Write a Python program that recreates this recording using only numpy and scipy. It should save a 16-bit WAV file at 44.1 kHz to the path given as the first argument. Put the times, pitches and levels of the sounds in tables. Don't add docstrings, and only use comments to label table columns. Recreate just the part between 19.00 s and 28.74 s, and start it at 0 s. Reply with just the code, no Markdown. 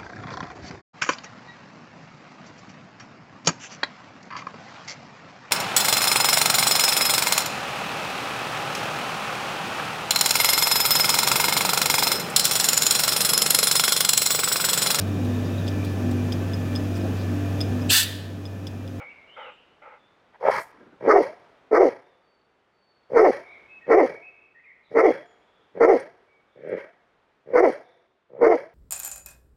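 import sys
import numpy as np
from scipy import signal
from scipy.fft import rfft, irfft, next_fast_len
from scipy.io import wavfile
from scipy.ndimage import uniform_filter1d

SR = 44100
rng = np.random.default_rng(int(sys.argv[2]) if len(sys.argv) > 2 else 0)


def to_wav(s):
    ch = np.atleast_2d(s).T
    pcm = np.round(np.clip(ch, -1, 1) * 32767)
    wavfile.write(sys.argv[1], SR, pcm.astype(np.int16))


N = 429534
TIME = np.arange(N) / SR


def from_db(db):
    return 10 ** (np.asarray(db) / 20)


def rms_one(x):
    return x / np.sqrt(np.mean(x ** 2) + 1e-20)


def in_time(rows):
    times, *columns = np.transpose(rows)
    return [np.interp(TIME, times, column) for column in columns]


def during(start, length):
    on = (TIME >= start) & (TIME < start + length)
    return on, TIME[on] - start


def soften(levels, size=220):
    return uniform_filter1d(uniform_filter1d(levels, size), size)


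def hump(age, centre_s, half_width_s):
    return np.exp(-((age - centre_s) / half_width_s) ** 2)


def puffs(events, rise_s):
    starts, peak_db = np.transpose(events)
    ages = np.clip((TIME - starts[:, None]) / rise_s, 0, 50)
    return from_db(peak_db) @ (ages * np.exp(1 - ages))


def band(x, hz, kind="band", order=4):
    return signal.sosfilt(signal.butter(order, np.clip(hz, 10, .45 * SR), kind, fs=SR, output="sos"), x)


def noise():
    return rng.standard_normal(N)


def drift(rate_hz):
    return rms_one(band(noise(), rate_hz, "low", order=2))


def coloured(spectrum):
    hz, db = np.transpose(spectrum)
    size = next_fast_len(N)
    shape = from_db(np.interp(np.log(np.fft.rfftfreq(size, 1 / SR) + 1), np.log(hz), db))
    return rms_one(irfft(rfft(noise(), size) * shape, size)[:N])


def resonate(x, modes):
    return sum(from_db(db) * band(x, [hz - width / 2, hz + width / 2], order=2 if hz < 1000 else 3)
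               for hz, width, db in modes)


def moving_resonance(hz, half_width_hz):
    phase = 2 * np.pi * np.cumsum(hz) / SR
    return drift(half_width_hz) * np.sin(phase) + drift(half_width_hz) * np.cos(phase)


def thin(x, share, edge_hz):
    bass = signal.sosfiltfilt(signal.butter(4, edge_hz, fs=SR, output="sos"), x)
    return x - np.clip(share, 0, 1) * bass


def articulate(x, edges_hz, levels, even_s):
    out = 0
    for low, high, level in zip(edges_hz, edges_hz[1:], levels):
        part = band(x, [low, high], order=5)
        power = soften(part ** 2, int(even_s * SR))
        out = out + level * part / np.sqrt(np.abs(power) + 1e-12)
    return out


# (frequency [Hz], relative level [dB])
AIR_SPECTRUM = [(18, -50), (30, -6), (164, -6), (256, -4.5), (332, -4), (420, -1.5), (945, -5), (1080, -6),
                (1230, -5), (3490, -18), (4420, -24.5), (5170, -27.5), (15500, -51.5)]
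# (time [s], relative level [dB])
AIR_LEVELS = [(0, -53.5), (.7, -58.5), (1.25, -59.5), (2.5, -56.5), (3.3, -64), (3.9, -64.5), (4.6, -56.5),
              (5.6, -65), (6.5, -60.5), (7.3, -63), (8.3, -64), (9.25, -69), (9.74, -65.5)]


def air():
    air_db, = in_time(AIR_LEVELS)
    return from_db(air_db - 4.5) * band(coloured(AIR_SPECTRUM), 64, "high", order=1)


# (start [s], length [s], first pitch [Hz], middle pitch [Hz], last pitch [Hz],
# level [dB], warble depth [Hz])
BIRD_NOTES = [(-.03, .17, 2305, 2206, 2276, -44.5, 64), (0.091, 0.042, 2400, 2730, 2500, -55, 130),
              (.15, 0.12, 2230, 2140, 2245, -57.5, 44), (0.273, 0.096, 2830, 3007, 3200, -53.5, 83),
              (0.329, 0.15, 3400, 3570, 3430, -62.5, 190), (0.381, 0.13, 3205, 2895, 2390, -49.5, 45),
              (0.515, 0.052, 7700, 7600, 7544, -83.5, 160), (0.974, .13, 3600, 3420, 3660, -69.5, 67),
              (3.018, 0.16, 3640, 3577, 3570, -76, 110), (3.218, 0.22, 4560, 4520, 4480, -77.5, 20),
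              (3.721, 0.37, 4540, 4446, 4425, -75, 29), (4.423, 0.2, 2270, 2227, 2165, -48.5, 80),
              (4.456, 0.13, 3700, 3660, 3350, -68.5, 180), (4.682, 0.13, 2560, 2596, 2534, -51, 5.4),
              (4.81, .06, 1924, 1867, 1890, -51.5, 25), (5.081, 0.16, 2297, 2243, 2244, -48.5, 64),
              (5.223, 0.08, 2535, 2570, 2584, -46.5, 29), (5.384, 0.11, 2600, 2620, 2540, -63, 75),
              (5.546, 0.063, 1843, 1880, 2080, -51.5, 45), (5.631, .12, 2350, 2084, 2046, -52, 130),
              (5.831, 0.088, 3980, 3743, 3311, -69.5, 210), (6.032, 0.12, 3280, 3330, 3280, -56, 57.4),
              (6.253, 0.099, 7100, 6940, 7000, -76.5, 110), (6.396, 0.32, 3306, 3390, 3450, -74, 141),
              (7.269, 0.16, 2240, 2283, 2182, -66, 10.3), (7.474, 0.16, 3530, 3470, 3600, -76.5, 140),
              (8.828, .14, 3550, 3520, 3520, -71.5, 180)]


def birds():
    out, warble = np.zeros(N), drift(110)
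    for start, length, *glide_hz, db, warble_hz in BIRD_NOTES:
        on, age = during(start, length)
        hz = np.interp(age / length, [0, .5, 1], glide_hz) + warble_hz * warble[on]
        envelope = from_db(db) * np.sqrt(np.abs(np.sin(np.pi * age / length)))
        out[on] += envelope * np.sin(2 * np.pi * np.cumsum(hz) / SR)
    return out


def forest(x, t60, dull_hz):
    t = TIME[:2 * SR]
    scatter = rng.standard_normal(len(t)) * from_db(-60 * t / t60) * (1 - np.exp(-t / .0044))
    response = band(scatter / np.linalg.norm(scatter), dull_hz, "low", order=1)
    return signal.fftconvolve(x, response)[:N]


TAIL_S = .22
# (start [s], length [s], level [dB])
PANTS = [(-.01, 0.037, -44.5), (0.362, 0.13, -42), (0.816, 0.13, -49)]
# (frequency [Hz], relative level [dB])
PANT_SPECTRUM = [(150, -59), (250, -50), (421, -21), (501, 1.5), (731, -12.5), (833, 2), (1020, -11),
                 (1340, -0.5), (1750, -17), (2080, -6.5), (2300, -12.5), (2900, -21.5), (4290, -46),
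                 (8000, -55), (10400, -89), (17600, -120)]


def panting():
    attack_s, sag_db_per_s, release_db_per_s = .008, 23.5, 294.5
    level = np.zeros(N)
    for start, length, db in PANTS:
        on, age = during(start, 2 * length + TAIL_S)
        fall_db = sag_db_per_s * age + release_db_per_s * np.maximum(age - length, 0)
        level[on] += np.minimum(age / attack_s, 1) * from_db(db - fall_db)
    return level * coloured(PANT_SPECTRUM) * from_db(1.1 * drift(60))


# (delay [s], gain [dB])
ECHOES = [(.034, -29.5), (.071, -31), (.118, -36)]


def tree_echoes(x):
    echoes = sum(from_db(db) * np.interp(TIME - delay, TIME, x, left=0) for delay, db in ECHOES)
    return band(echoes, 3500, "low", order=1)


def folds(pitch_hz, jitter, shimmer_db, breath, odd_db):
    cycles = np.cumsum(pitch_hz * np.exp(jitter * drift(170))) / SR
    count = np.floor(cycles)
    size = from_db(shimmer_db * drift(320) + odd_db * (count % 2 - 5.5))
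    pulses = np.diff(count, prepend=0) * size * np.sqrt(SR / pitch_hz)
    airflow = rms_one(np.exp(-3 * (cycles - count)) * noise())
    return pulses + breath * band(airflow, 490, "high", order=1)


# (frequency [Hz], bandwidth [Hz], gain [dB])
SLACK_FORMANTS = [(175, 130, -8), (505, 230, 3), (860, 360, -1.5), (1157, 350, -16), (1719, 160, -11.5),
                  (1855, 180, -12.5), (2214, 170, -14.5), (2915, 810, -37.5), (4420, 600, -30),
                  (5400, 620, -31.5), (6500, 360, -39.5), (9600, 1200, -43), (13500, 3400, -54.5)]
# (start [s], swell time [s], sag time [s], swell [dB],
# then relative peak band levels: throat [dB], jaw [dB], mouth [dB], teeth hiss [dB])
GROWLS = [ (1.336, .01, .02, 7.5, -63.5, -49, -53.5, -82), (1.401, .076, .032, 29, -11.5, -17, -28, -53),
          (2.002, 0.071, 0.0056, 22.5, -19, -30.5, -36, -62),
          (4.096, .043, .003, 19, -23, -39.5, -49.5, -65.5),
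          (4.866, 0.026, 0.0038, 12.5, -24.5, -39, -42, -71.5),
          (5.906, 0.036, .003, 11, -31.5, -52.5, -51, -67),
          (6.743, 0.033, 0.025, 17.5, -29.5, -47.5, -49.5, -75),
          (7.554, .18, .05, 28.5, -23.5, -57.5, -39.5, -72),
          (8.462, 0.079, 0.0025, 16.5, -28.5, -48, -50, -75),
          (9.296, 0.13, 0.0026, 25.5, -26.5, -43, -54, -94)]
GROWL_SHARES = [1.0, 0.99, 1, .65]


def growls():
    slack_hz, tense_hz, sag_db_per_s = 58.1, 92, 170.5
    flaps, levels = [], np.zeros((len(GROWL_SHARES), N))
    for start, swell_s, sag_s, swell_db, *peak_db in GROWLS:
        flaps += [(start, slack_hz), (start + swell_s, tense_hz)]
        on, age = during(start, swell_s + sag_s)
        below_db = swell_db * np.maximum(1 - age / swell_s, 0)
        below_db += sag_db_per_s * np.maximum(age - swell_s, 0)
        levels[:, on] = from_db(np.c_[peak_db] - np.c_[GROWL_SHARES] * below_db)
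    flap_hz, = in_time(flaps)
    throat, jaw, mouth, hiss = soften(levels)
    source = folds(flap_hz, jitter=.24, shimmer_db=3, breath=.45, odd_db=1.5)
    source = band(source, 2000, "low", order=2) + .66 * band(noise(), 1900, "high", order=2)
    voice = thin(resonate(source, SLACK_FORMANTS), 1.7 * jaw / (throat + 1e-9), edge_hz=500)
    edges_hz = [110, 600, 1000, 1500, 3600, 15500]
    gains = [throat, jaw, from_db(-11) * jaw, mouth, hiss]
    return from_db(-4) * articulate(voice, edges_hz, gains, even_s=.05)


# (frequency [Hz], bandwidth [Hz], share removed [0-1])
ANTIRESONANCES = [(1417, 98, 0.4), (2480, 300, 0.4), (3590, 740, 0.7), (7600, 810, 0.4), (11600, 2000, 0.3)]


def muzzle(x):
    for hz, width_hz, share in ANTIRESONANCES:
        x = x - share * band(x, [hz - width_hz / 2, hz + width_hz / 2], order=1)
    return x


# (time [s], level [dB])
SKID = [(1.45, -75.5), (1.466, -76), (1.5, -65), (1.624, -55), (1.662, -70), (1.72, -77)]
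# (time [s], relative peak level [dB])
PATS = [(1.735, -50), (1.772, -53.5), (1.803, -40.5), (1.86, -45), (1.92, -44)]


def paws():
    skid_db, = in_time(SKID)
    skid = soften(from_db(skid_db) * (TIME >= SKID[0][0]) * (TIME <= SKID[-1][0]))
    sand = rms_one(band(noise() * from_db(4 * drift(900)), [5500, 13000], order=2))
    earth = rms_one(resonate(noise(), [(330, 270, -1.5), (1490, 300, -11)]))
    return skid * sand + from_db(-9) * puffs(PATS, rise_s=.012) * earth


# (start [s], length [s], hold [s], fall [dB],
# then relative band levels: throat [dB], jaw [dB], mouth [dB], teeth hiss [dB])
BREATHS = [ (1.508, 0.15, 0.081, 26, -35, -29, -31, -45), (2.219, .15, .01, 25, -30, -35.5, -38, -49.5),
           (2.884, 0.15, .005, 23, -39, -41.5, -43, -57), (4.315, 0.14, 0.026, 21, -34.5, -41.5, -38, -52),
           (5.062, 0.18, 0.0052, 26.5, -34.5, -43.5, -39, -55),
           (6.114, 0.17, 0.013, 25, -35.5, -45.5, -38.5, -56),
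           (6.969, 0.17, 0.0081, 26, -35.5, -44, -39.5, -55),
           (7.767, 0.18, 0.035, 23, -42.5, -52.5, -43.5, -67),
           (8.698, .15, 0.0032, 25, -32.5, -41.5, -38.5, -53),
           (9.57, 0.15, 0.0067, 25.5, -35, -45.5, -41.5, -58.5)]
BREATH_BENDS = [1.5, 0.61, 1.1, 1.0]


def breaths():
    first_hz, last_hz = 490, 730
    echo_fade_db_per_s = 61.5
    rises, levels = [], np.zeros((len(BREATH_BENDS), N))
    for start, length, hold_s, fall_db, *start_db in BREATHS:
        rises += [(start, first_hz), (start + length, last_hz)]
        on, age = during(start, length + TAIL_S)
        fallen = np.clip((age - hold_s) / (length - hold_s), 0, 1) ** np.c_[BREATH_BENDS]
        echo_fade_db = echo_fade_db_per_s * np.maximum(age - length, 0)
        levels[:, on] = from_db(np.c_[start_db] - fall_db * fallen - echo_fade_db)
    rise_hz, = in_time(rises)
    rush = rms_one(resonate(noise() * from_db(2.5 * drift(55)), SLACK_FORMANTS))
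    rush += from_db(2) * moving_resonance(rise_hz, half_width_hz=26)
    edges_hz = [80, 800, 1500, 3600, 15500]
    return from_db(-2) * articulate(rush, edges_hz, soften(levels), even_s=.03)


# (start [s], length [s], attack time constant [s], first push [s], second push [s],
# first opening [ratio], second opening [ratio], catch depth [dB], relative level [dB], lips [dB],
# hiss [dB], pitch top [s], top pitch [Hz], pitch fall [s], early hoot [Hz], midway hoot [Hz],
# early hoot gain [dB], late hoot gain [dB])
BARKS = [ (2.071, 0.15, 0.009, 0.044, 0.098, 1.43, 1.23, 3.5, 1, -5, -0.8, .092, 379.6, .062, 460, 400, 5.5, 2.5),
         (2.712, 0.18, .016, 0.051, 0.11, 1.15, .35, 5.5, -0.2, -3.8, -0.5, .105, 396, .045, 443, 415, 6.5, -13),
         (4.142, 0.17, 0.015, 0.048, 0.12, 0.88, 1.2, 6, 1.1, -1.4, 0, .097, 399.6, .042, 498, 425, 13.5, -1.5),
         (4.894, 0.17, 0.0073, 0.033, .11, .8, .9, 6.5, -1, 2.5, -2.3, .086, 397.3, .047, 480, 420, 6, -5),
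         (5.947, .169, 0.017, 0.05, 0.11, 1.01, 0.38, 10, .1, 3.5, -2.1, .104, 398.8, .04, 468, 445, 8, -2),
         (6.8, .172, .008, .039, .105, .8, .5, 9.5, -0.16, -0.7, -2, .105, 406.7, .042, 480, 448, 8.5, -2),
         (8.534, 0.17, .014, 0.049, 0.12, 0.84, 0.89, 9.5, -0.5, 0.5, -1.5, .095, 390.2, .042, 503, 490, 10.5, -7.5),
         (9.407, 0.16, 0.013, 0.05, 0.12, 0.65, 1.25, 6, -1, -1.5, -3, .096, 369.2, .055, 485, 445, 10.5, 0.5)]
# (frequency [Hz], bandwidth [Hz], gain [dB])
TENSE_FORMANTS = [(456.8, 268, 3), (675, 340, -6.5), (1031, 57, -8), (1262, 130, -9.5), (1653, 81, -20.5),
                  (2018, 410, 5.5), (2235, 30, -14), (2940, 620, -48.5), (4600, 560, -41),
                  (5300, 1800, -26), (6450, 400, -50.5), (9340, 810, -36.5), (14800, 2000, -63.5)]
BARK_EDGES_HZ = [130, 600, 1000, 1550, 2700, 3900, 12000, 15700]


def barks():
    pitch_hz, rough, hoot_hz, hoot_db = bark_tuning()
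    pulses = folds(pitch_hz, jitter=.07 * rough, shimmer_db=5 * rough,
                   breath=1.3 * rough, odd_db=4 * rough)
    cavity = moving_resonance(4300 + 8 * (pitch_hz - 240), half_width_hz=370)
    turbulence = band(noise() * from_db(4.6 * drift(240)), 3200, "high", order=2)
    source = band(pulses, 3200, "low", order=2) + turbulence + from_db(-10) * cavity
    voice = band(resonate(source, TENSE_FORMANTS), 150, "high", order=3)
    voice = thin(voice, (pitch_hz - 260) / 90, edge_hz=370)
    voice += hoot(voice, hoot_hz, hoot_db)
    return from_db(-1.5) * articulate(voice, BARK_EDGES_HZ, bark_levels(), even_s=.021)


def hoot(voice, hz, gain_db):
    phase = 2 * np.pi * np.cumsum(hz * (1 + .02 * drift(110))) / SR
    tone = np.sin(phase) + from_db(-17) * np.sin(2 * phase) + from_db(-14.5) * np.sin(3 * phase)
    flutter_db = 1.5 * drift(70)
    bass_power = uniform_filter1d(band(voice, 510, "low") ** 2, int(.0089 * SR))
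    return 1.4 * np.sqrt(np.abs(bass_power)) * tone * from_db(gain_db + flutter_db)


def bark_tuning():
    start_hz, fallen_hz, end_hz = 251.94, 270.2, 232.54
    slack_rough, tense_rough, falling_rough = .5, .32, .4
    hoot_end_hz, hoot_swell_s, hoot_fade_s = 508.3, .027, .075
    arch, hoots = [], []
    for start, length, *_, top_s, top_hz, fall_s, early_hz, mid_hz, early_db, late_db in BARKS:
        end = start + length
        arch += [(start, start_hz, slack_rough),
                 (start + top_s, top_hz, tense_rough),
                 (min(start + top_s + fall_s, end), fallen_hz, falling_rough),
                 (end + .005, end_hz, falling_rough)]
        hoots += [(start, early_hz, early_db - 2.5),
                  (start + hoot_swell_s, (early_hz + mid_hz) / 2, early_db),
                  (start + hoot_fade_s, mid_hz, late_db),
                  (start + top_s + fall_s / 2, mid_hz, late_db),
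                  (end, hoot_end_hz, late_db)]
    return in_time(arch) + in_time(hoots)


# (relative level [dB], lift by first push [dB],
# lift by second push [dB], change as the mouth shuts [dB])
JAW_RESPONSE = [(-6.5, -7.5, -4, -14.5), (-19.5, -5, 7.5, -16), (-29, 10, 7, -19), (-31.5, 3.5, 5.5, -12.5),
                (-58.5, -3, 1.5, 4), (-52, 6, -1, 0), (-73, -3, -3.5, -9.5)]


def bark_levels():
    attack_db, closing_power = 21.5, 2.38
    levels = np.zeros((len(JAW_RESPONSE), N))
    rest_db, first_db, second_db, shut_db = np.transpose(JAW_RESPONSE)[:, :, None]
    for (start, length, attack_s, first_s, second_s, first_opening, second_opening,
         catch_db, level_db, lips_db, hiss_db, *_) in BARKS:
        on, age = during(start, length)
        catch = hump(age, (first_s + second_s) / 2, half_width_s=.012)
        effort_db = level_db - attack_db * np.exp(-age / attack_s) - catch_db * catch
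        jaw_db = first_opening * first_db * hump(age, first_s, half_width_s=.024)
        jaw_db += second_opening * second_db * hump(age, second_s, half_width_s=.016)
        db = rest_db + effort_db + jaw_db + shut_db * (age / length) ** closing_power
        db[3] += lips_db
        db[-2:] += hiss_db
        levels[:, on] = from_db(db)
    return soften(levels)


# (time [s], relative peak level [dB])
SMACKS = [(2.1046, -51), (2.221, -55.5), (2.7581, -54.5), (4.1679, -55.5), (4.2134, -48.5), (4.2976, -52.5),
          (4.9963, -51), (5.9517, -65), (5.9954, -48), (6.801, -63.5), (6.8809, -51.5), (6.9481, -56),
          (6.997, -44), (7.6876, -60), (8.5484, -54.5), (8.5897, -47.5), (8.6827, -53), (8.7242, -52)]


def smacks():
    spray = resonate(noise(), [(5400, 1800, -5), (9064, 1300, -1)])
    return from_db(-10.5) * puffs(SMACKS, rise_s=.0044) * rms_one(spray)


def scene():
    dog = muzzle(barks() + growls() + breaths()) + smacks() + panting() + paws()
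    near_trees = from_db(-34.5) * forest(dog, t60=.13, dull_hz=4000)
    deep_forest = from_db(-41.5) * forest(dog, t60=1.4, dull_hz=2000)
    song = birds()
    song += from_db(-1.5) * forest(song, t60=.93, dull_hz=5930)
    return (dog + tree_echoes(dog) + near_trees + deep_forest + song + air())[None]


def record(dry):
    cutoff_hz = 15800
    bent = dry + from_db(-21.5) * band(dry ** 2, 65, "low", order=1)
    rounded = 1.728 * np.tanh(bent / 1.36)
    return signal.sosfilt(signal.ellip(10, .1, 80, cutoff_hz, fs=SR, output="sos"), rounded)


dry = scene()
out = record(dry)
to_wav(out)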